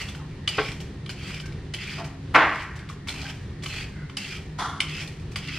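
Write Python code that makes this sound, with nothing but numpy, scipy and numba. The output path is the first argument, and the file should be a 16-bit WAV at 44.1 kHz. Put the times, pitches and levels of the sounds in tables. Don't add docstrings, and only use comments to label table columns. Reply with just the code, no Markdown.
import sys
import numpy as np
from scipy import signal
from scipy.fft import rfft, irfft
from scipy.io import wavfile
from scipy.ndimage import uniform_filter1d
from numba import njit

SR = 44100
rng = np.random.default_rng(int(sys.argv[2]) if len(sys.argv) > 2 else 0)


def digitize_waveform(pressure):
    field = np.atleast_2d(pressure).T
    bounded = np.clip(field, -1, 1)
    quanta = np.round(bounded * 32767).astype(np.int16)
    wavfile.write(sys.argv[1], SR, quanta)


N = 246116
HZ = np.fft.rfftfreq(N, 1 / SR) + 1e-3
TIME = np.arange(N) / SR

# start_s, first_glide_s, second_glide_s, start_db, second_db, end_db, treble_share_db, flesh_share_db,
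# low_band_start_hz, low_band_end_hz, high_band_start_hz, high_band_end_hz, high_band_share_db
PEEL_STROKES = [(0.0, 0.0063, 0.0082, -33, -41, -32, -9.5, -11.5, 2600, 2800, 4060, 4320, -1),
                (0.509, 0.019, 0.16, -48, -39, -35.5, -14, -11, 2680, 2360, 4960, 5480, -7),
                (1.165, 0.14, 0.088, -46.5, -39.5, -46, -12, -15, 2650, 2290, 4440, 5500, -3),
                (1.776, 0.033, 0.19, -53, -38.5, -40, -14, -15.5, 2600, 2460, 4400, 5070, -11),
                (2.368, 0.0084, 0.25, -31.5, -52, -39, -12, -1, 2500, 2070, 4380, 5040, -20),
                (3.117, 0.025, 0.16, -68, -44.5, -39.5, -10, -5, 2670, 2250, 3950, 5300, -9.5),
                (3.689, 0.049, 0.088, -42, -37, -39.5, -12, -11.5, 2550, 2540, 4050, 4660, -1.5),
                (4.172, 0.049, 0.15, -52, -37, -41, -11.5, -14.5, 2700, 2320, 4470, 5330, -11),
                (4.872, 0.013, 0.13, -51, -40.5, -35, -13, -20.5, 2630, 2480, 4730, 5700, -10),
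                (5.411, 0.015, 0.14, -60, -41.5, -34, -16, -26, 2880, 2480, 4830, 4700, -12)]
# start_s, level_db, brightness_db, skid_db, strongest_ring_hz, second_ring_hz
BLADE_CONTACTS = [(0.0044, -24, -8, -45, 2720, 2720), (0.084, -22, -1, -43, 3500, 2480),
                  (0.147, -27.5, -3, -50.5, 2470, 1450), (0.475, -4, -2, -35.5, 3030, 3050),
                  (0.4874, -21, 12, -52, 2920, 4750), (0.716, -17.5, -4.5, -46.5, 3260, 3260),
                  (0.801, -29, 0, -43.5, 3040, 2930), (1.0605, -22.5, -7, -59, 3300, 1700),
                  (1.0915, -17, -2, -41, 2860, 4330), (1.099, -22, -6, -51, 2350, 4640),
                  (1.108, -34, 0, -63, 1900, 4200), (1.304, -30.5, -15, -50, 2180, 2180),
                  (1.339, -32, -4, -43.5, 2320, 2310), (1.3985, -21.5, -3, -49, 2960, 2960),
                  (1.456, -26.5, -1, -49, 2290, 2290), (1.522, -32, -11, -60, 2430, 2430),
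                  (1.737, -12, -0.5, -40, 3210, 2480), (1.745, -21.5, 5, -47.5, 3050, 2080),
                  (2.042, -26, -6, -46, 2920, 4750), (2.754, -41, 2, -46.5, 1910, 1900),
                  (2.79, -28, 4, -52, 2320, 2340), (2.8888, -22.5, -3, -45.5, 1900, 3640),
                  (2.897, -28, -7.5, -48.5, 1140, 1950), (3.071, -36, -17, -40, 3070, 3100),
                  (3.084, -11.5, -2.5, -43, 3520, 3500), (3.0903, -20.5, -7, -39, 3480, 4200),
                  (3.1, -22, -2, -41.5, 2900, 4200), (3.6228, -29, -3, -50, 3480, 3460),
                  (3.6336, -17.5, -0.5, -40, 2080, 2080), (3.6596, -15, -5, -38.5, 3000, 2500),
                  (4.096, -28.5, -13, -57, 2300, 2270), (4.1689, -9.5, 3, -40.5, 2080, 3920),
                  (4.179, -29, 6, -41.5, 4750, 5250), (4.803, -2, 0, -37, 2130, 3300),
                  (4.814, -16, 3, -42, 2100, 5250), (5.009, -34, -4, -44, 2350, 2350),
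                  (5.02, -27, -2, -45, 2350, 2900), (5.074, -24.5, 2.5, -48, 2920, 3540),
                  (5.196, -37, 5, -61, 2340, 2340), (5.312, -50, 3, -49, 1990, 1990),
                  (5.358, -12, -2, -38, 2070, 2950), (5.368, -28, 5, -48, 4800, 2080)]


def amp(db):
    return 10 ** (np.asarray(db) / 20)


def rms_one(x):
    return x / np.sqrt(np.mean(x ** 2) + 1e-20)


def colour(x, points):
    hz, db = np.transpose(points)
    octaves = np.log2(HZ)
    below = np.maximum(np.log2(hz[0]) - octaves, 0)
    above = np.maximum(octaves - np.log2(hz[-1]), 0)
    gain_db = np.interp(octaves, np.log2(hz), db) - 30 * (below + above)
    return irfft(rfft(x) * amp(gain_db), N)


def butter_part(x, order, hz, kind):
    return signal.sosfilt(signal.butter(order, hz, kind, fs=SR, output="sos"), x)


def resonate(x, hz, width_hz):
    r = np.exp(-np.pi * width_hz / SR)
    poles = [1, -2 * r * np.cos(2 * np.pi * hz / SR), r * r]
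    return signal.lfilter(np.array([1, 0, -1]) * (1 - r * r) / 2, poles, x)


def resonate_twice(x, hz, width_hz):
    return resonate(resonate(x, hz, width_hz), hz, width_hz)


@njit
def glide(x, turn, r):
    y = np.zeros(x.size)
    for i in range(2, x.size):
        y[i] = (1 - r * r) / 2 * (x[i] - x[i - 2]) + 2 * r * turn[i] * y[i - 1] - r * r * y[i - 2]
    return y


def glide_twice(x, hz, width_hz):
    turn, r = np.cos(2 * np.pi * hz / SR), np.exp(-np.pi * width_hz / SR)
    return glide(glide(x, turn, r), turn, r)


def drift(rate_hz):
    r = np.exp(-2 * np.pi * rate_hz / SR)
    return rms_one(signal.lfilter([1], [1, -2 * r, r * r], rng.standard_normal(N + SR))[SR:])


def extractor():
    # hz, relative_db_per_hz
    rumble_spectrum = [(21, -8), (36, -3), (74, 4), (146, 2), (234, -12.5), (376, -9.5), (619, -24.5),
                       (719, -24), (1450, -27.5), (1900, -28), (4230, -32.5), (7890, -47), (8710, -48.5),
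                       (10100, -50.5), (14000, -81)]
    # hz, relative_db_per_hz
    hiss_spectrum = [(35, -47), (60, -50), (186, -4), (399, -0.5), (514, -7.5), (1670, -12), (2010, -13.5),
                     (4020, -14.5), (11400, -28.5), (13400, -30), (15000, -71)]
    # centre_hz, width_hz (of each of two passes), level_db
    motor_bands = [(151.35, 5.5, -44.5), (199.2, 20.3, -50), (271.6, 3.34, -52.5), (341, 5, -64.5),
                   (369, 26, -68), (1836, 270, -60.5)]
    rumble_db, hiss_db = -38, -55.5
    mid = amp(rumble_db + 1.23 * drift(4.1)) * rms_one(colour(rng.standard_normal(N), rumble_spectrum))
    for hz, width_hz, db in motor_bands:
        waver_db = 1.8 * drift(6)
        mid = mid + amp(db + waver_db) * rms_one(resonate_twice(rng.standard_normal(N), hz, width_hz))
    side = amp(hiss_db) * rms_one(colour(rng.standard_normal(N), hiss_spectrum))
    return mid + side * [[1], [-1]]


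def knocks():
    # start_s, rise_s, hold_s, level_db, first_peak_db (above level), decay_db_per_s, bass_loss_db_per_s,
    # fading_hz, fading_loss_db_per_s, lasting_hz, lasting_gain_db_per_s, low_note_hz, low_note_db (re level),
    # high_note_hz, high_note_db (re level)
    far_knocks = [(0.579, 0.0052, 0.0065, -25, 8, 200, 22, 760, 60, 433, 2, 428.6, 3, 1098, -1.5),
                  (1.974, 0.0079, 0.023, -38, -2.5, 117, -7, 2600, 6, 670, 12, 679.5, -1.5, 880, -4),
                  (2.341, 0.0088, 0.072, -12.5, 4, 89.5, 27, 706, 3, 1740, 19.5, 298.2, -25, 1043, -10),
                  (4.58, 0.0098, 0.022, -27, -3.5, 95, 33, 2570, 90, 1230, 47, 1000, -5.5, 1360, -15)]
    # hz, relative_db_per_hz
    knock_spectra = [
        [(120, -22), (200, -35.5), (437, -4), (572, -13.5), (834, -10), (1090, -16), (1220, -18), (1550, -12),
         (1800, -23), (1970, -17), (3200, -17), (5000, -43), (6500, -59), (11000, -120)],
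        [(240, -38), (400, -6), (527, -18), (667, -5.5), (774, -6), (1440, -12), (2000, -16.5), (2600, -35),
         (4400, -120)],
        [(150, -17), (250, -22.5), (300, -25.5), (470, -16.5), (670, -13), (1020, -6.5), (1350, -11.5),
         (1750, -13.5), (2200, -15), (2700, -18), (3200, -25.5), (5000, -37.5), (9000, -58.5), (12000, -88)],
        [(400, -12), (620, -16), (740, -2.5), (860, -3.5), (1050, -2), (1370, -5), (1500, -7.5), (2150, -16),
         (2600, -18), (3100, -15), (3450, -8), (3800, -16), (6000, -21.5), (9500, -35), (13500, -65)],
    ]
    # centre_hz, width_hz, boost_db
    resonances = [(307, 15.7, 18.5), (405, 40, 3), (653, 42, 5), (727, 12, 4.5), (880, 22, 1.5),
                  (1100, 38, 4.5), (1004, 45, 1), (1190, 55, 4.5), (1350, 27, -1.5), (1360, 36, 8.5),
                  (1540, 15, 8), (1771, 35, 5), (1917, 34, 8), (2143, 24, 7.5), (3360, 26, 6)]
    peak_decay_s, rise_db = 0.016, 26.5
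    ring_gain_db_per_s = 4
    boom_lag_s, boom_lag_db = 0.021, 13
    out, rough_db = np.zeros((2, N)), 1.0 * drift(80)
    for knock, spectrum in zip(far_knocks, knock_spectra):
        start, rise, hold, db, peak_db, decay, bass_loss, *bands_and_notes = knock
        fading_hz, fading_db, lasting_hz, lasting_db, *notes = bands_and_notes
        span = slice(round(start * SR), round(start * SR) + SR)
        since = TIME[span] - start
        age, after = np.maximum(since - rise, 0), np.maximum(since - rise - hold, 0)
        level_db = db + peak_db * np.exp(-age / peak_decay_s) - decay * after
        level_db -= rise_db * np.clip(1 - since / rise, 0, 1)

        noise = colour(rng.standard_normal((2, N)), spectrum)[:, span]
        rings = sum((amp(boost_db) - 1) * resonate(noise, hz, width_hz) for hz, width_hz, boost_db in resonances)
        late_ring = amp(np.minimum(ring_gain_db_per_s * age, 8)) - 1
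        body = rms_one(noise + rings) + late_ring * rings / np.std(noise + rings)
        for hz, note_db in np.reshape(notes, (2, 2)):
            onset = 1 - np.exp(-since / 0.0094)
            body[0] += amp(note_db - 48 * age) * onset * np.sin(2 * np.pi * hz * since)
        fade = 1 - amp(-np.clip(fading_db * age, -6, 30))
        body = body - fade * resonate(body, fading_hz, 0.13 * fading_hz)
        growth = amp(np.clip(lasting_db * age, 0, 12)) - 1
        body = body + growth * resonate(body, lasting_hz, 0.28 * lasting_hz)

        bass_db = -np.clip(bass_loss * age, -12, 14)
        crack_db = 4.6 * np.exp(-age / 0.016) - 1.5
        boom_db = -boom_lag_db * np.exp(-age / boom_lag_s)
        shaped = body + (amp(bass_db) - 1) * butter_part(body, 1, 1450, "low")
        shaped += (amp(crack_db) - 1) * butter_part(body, 1, 3000, "high")
        shaped += (amp(boom_db) - 1) * butter_part(body, 1, 330, "low")
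        out[:, span] += amp(level_db + rough_db[span]) * shaped
    return out


def squeaks():
    # start_s, length_s, pitch_hz, width_hz (of each of two passes), level_db
    rubs = [(.14, 0.14, 970, 514, -53.5), (0.293, 0.077, 2180, 400, -56), (1.416, 0.086, 1540, 90, -49.5),
            (3.17, 0.093, 790, 90, -54), (3.248, 0.029, 1514, 69.6, -38), (3.394, 0.032, 1710, 70, -54),
            (3.9, 0.25, 2100, 150, -54), (3.88, 0.23, 1560, 170, -51)]
    out, wander, flicker = np.zeros(N), 1 + 0.02 * drift(6.4), amp(2.2 * drift(12.0))
    for start, length, hz, width_hz, db in rubs:
        span = slice(round(start * SR), round(start * SR) + SR // 2)
        swell = np.sin(np.pi * np.clip((TIME[span] - start) / length, 0, 1))
        band = glide_twice(rng.standard_normal(SR // 2), hz * wander[span], width_hz)
        out[span] += amp(db) * swell * rms_one(band)
    return out * flicker


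def ticks():
    # hz, level_db (before strike offsets), nominal_t60_s (before the cap and widening below)
    tick_modes = [(1140, -6.5, 0.018), (1450, -5, 0.023), (2080, -5.5, 0.013), (2350, -3, 0.021),
                  (3055, 1, 0.0095), (3530, -3.5, 0.015), (4200, -3, 0.012), (4750, -2.5, 0.013),
                  (5250, -12.5, 0.036)]
    # hz, relative_db_per_hz
    crunch_spectrum = [(900, -30), (1500, -46), (2100, 7), (3300, 1.5), (4900, 2.5), (6500, -9.5),
                       (9000, -5), (13000, -75), (15500, -52)]
    chatter_decay_s = 0.0024
    t60_cap_s = 0.014
    bright_db, *ring_hz = np.array(BLADE_CONTACTS)[:, [2, 4, 5]].T

    def chatter(offsets_db):
        drive = np.zeros(N)
        age = np.arange(1300) / SR
        shape = (1 - np.exp(-age / 0.0012)) * np.exp(-age / chatter_decay_s)
        for (start, level_db, *_), offset_db in zip(BLADE_CONTACTS, offsets_db):
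            drive[round(start * SR):][:age.size] += amp(level_db + offset_db) * shape
        return drive * rng.standard_normal(N) + 1e-18

    strengths_db = rng.normal(0, 2.0, (len(BLADE_CONTACTS), len(tick_modes)))
    rings = 0
    for k, (hz, mode_db, t60) in enumerate(tick_modes):
        favour_db = 13.3 * np.exp(-(np.log2(hz / np.array(ring_hz)) / 0.064) ** 2).max(axis=0)
        tilt_db = bright_db * np.log2(hz / 3000)
        strike = chatter(mode_db + 3.0 + favour_db + strengths_db[:, k] + tilt_db)
        width_hz = np.log(1000) / (np.pi * min(t60, t60_cap_s))
        rings = rings + resonate_twice(strike, hz, 2.0 * width_hz)
    dull = colour(chatter(-7.5 - bright_db), crunch_spectrum)
    sharp = colour(chatter(-7.5 + bright_db), crunch_spectrum)
    return rings + butter_part(dull, 2, 3000, "low") + butter_part(sharp, 2, 3000, "high")


def strokes():
    stop_db_per_s, linger_db, linger_db_per_s = 603, -16.5, 80
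    linger_shares_db = np.c_[0, -2.5, 2].T
    skid_db_per_s, skid_shares_db = 372, np.c_[0, -2.5, -3].T
    power = np.zeros((3, N)) + 1e-12
    for start, glide1, glide2, start_db, second_db, end_db, treble_db, flesh_db, *_ in PEEL_STROKES:
        after = np.maximum(TIME - start - glide1 - glide2, 0)
        corners_s = [start - .01, start, start + glide1, start + glide1 + glide2]
        cut_db = np.interp(TIME, corners_s, [-99, start_db, second_db, end_db])
        power += amp(2 * (cut_db - stop_db_per_s * after + np.c_[0, treble_db, flesh_db].T))
        slide_db = end_db + linger_db - linger_db_per_s * after + linger_shares_db
        power += amp(2 * slide_db) * (after > 0)
    age = np.arange(round(.2 * SR)) / SR
    skid = amp(2 * (skid_shares_db - skid_db_per_s * age)) * np.clip(age / 0.0065, 0, 1)
    for start, _, _, skid_db, *_ in BLADE_CONTACTS:
        i = round(start * SR)
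        power[:, i:i + age.size] += amp(2 * skid_db) * skid[:, :N - i]
    return np.sqrt(power)


def blade_bands():
    wander_share = 0.022
    late_rise_power = 2.7
    start, glide1, glide2, *_, low, low_end, high, high_end, high_db = np.transpose(PEEL_STROKES)
    k = np.maximum(np.searchsorted(start, TIME, "right") - 1, 0)
    done = np.clip((TIME - start[k]) / (glide1 + glide2)[k], 0, 1)
    low_hz = (low[k] + (low_end - low)[k] * done) * (1 + wander_share * drift(4.1))
    high_hz = (high[k] + (high_end - high)[k] * done ** late_rise_power) * (1 + wander_share * drift(4.9))
    return low_hz, high_hz, high_db[k]


def rasp():
    # hz, nominal_width_hz (widened 1.4 times below), relative_db
    frame_modes = [(1450, 490, -7), (2093, 356, 1.5), (2790, 750, -3.5), (3240, 370, -2.5),
                   (4470, 1230, -10), (4750, 300, -21)]
    # hz, relative_db_per_hz
    treble_spectrum = [(3000, 3), (4000, 3), (5500, 7), (8500, 0), (10000, -17), (13000, -10.5),
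                       (15000, -34)]
    # hz, relative_db_per_hz
    flesh_spectrum = [(300, -5), (700, 6.5), (1300, 1.5), (1700, 2), (2400, 7)]
    tears_per_s, grains_per_s = 7000, 1500
    blade_level, treble_level, flesh_level = strokes()
    low_hz, high_hz, high_db = blade_bands()

    sizes = amp(1.8 * np.minimum(rng.exponential(1, N), 6)) * rng.choice([-1, 1], N)
    tears = rms_one(sizes * (rng.random(N) < tears_per_s / SR)) * amp(1.0 * drift(45))
    grain_sizes = amp(3.2 * np.minimum(rng.exponential(1, N), 6)) * np.sign(sizes)
    grains = rms_one(grain_sizes * (rng.random(N) < grains_per_s / SR))

    def catches():
        return .45 * tears + .9 * np.roll(grains, rng.integers(N))

    def swell_db():
        return 2.0 * drift(20)

    blade = np.zeros(N)
    for k, (hz, width_hz, db) in enumerate(frame_modes):
        blade += (-1) ** k * resonate_twice(catches(), hz, 1.4 * width_hz) * amp(db + swell_db())
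    for hz, width_hz, db in ((low_hz, 280, 3), (high_hz, 380, high_db)):
        blade += glide_twice(catches(), hz, width_hz) * amp(db + swell_db())
    jerks = rms_one(amp(1.8 * drift(140)))
    treble = rms_one(colour(tears, treble_spectrum))
    flesh = rms_one(colour(tears, flesh_spectrum))
    return jerks * (blade_level * rms_one(blade) + treble_level * treble + flesh_level * flesh)


def kitchen(x):
    t60_s, echo_db = 0.34, -8.5
    age = np.arange(round(.7 * SR)) / SR
    echo = rng.standard_normal((2, age.size)) * amp(-60 * age / t60_s) * np.clip(age / 0.00098 - 1, 0, 1)
    echo = echo / np.sqrt(np.sum(echo ** 2, axis=1, keepdims=True))
    echo = signal.lfilter([1], [1, -.4], echo) * amp(echo_db)
    smear = 1.0 * (age == 0)
    for lag in (5, 11, 19, 31, 47):
        poles = np.r_[1, np.zeros(lag - 1), -.55]
        smear = signal.lfilter(poles[::-1], poles, smear)
    echo[0, 0] += 1
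    echo[1] += smear
    return signal.fftconvolve(x[None], echo, axes=1)[:, :N]


def ports(mid, side):
    # hz, gain_db
    side_gain = [(60, -48), (200, -31), (380, -25), (1290, -17), (2380, -17.5), (4400, -4.5), (6500, 2),
                 (8120, 4), (10000, 18.5), (12000, 17.5), (15000, -3)]
    return mid + colour(side, side_gain) * [[1], [-1]]


def scene():
    peeler = kitchen(rasp() + ticks() + squeaks())
    mid, side = peeler + knocks()
    return ports(mid, side) + extractor()


def record(dry):
    threshold_db, slope, release_db_per_s, lag_s = -17.0, 0.68, 8.6, .05
    peak_limit, stopband_hz = .85, 15900
    level_db = 10 * np.log10(uniform_filter1d(np.mean(dry ** 2, axis=0), size=1300) + 1e-12)
    over_db = slope * np.maximum(level_db - threshold_db, 0)
    release_db = release_db_per_s * TIME
    held_db = np.maximum.accumulate(over_db + release_db) - release_db
    r = np.exp(-1 / (lag_s * SR))
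    gain = amp(-signal.lfilter([(1 - r) ** 2], [1, -2 * r, r * r], held_db))
    rounded = peak_limit * np.tanh(dry * gain / peak_limit)
    return signal.sosfilt(signal.cheby2(12, 70, stopband_hz, fs=SR, output="sos"), rounded)


dry = scene()
out = record(dry)
digitize_waveform(out)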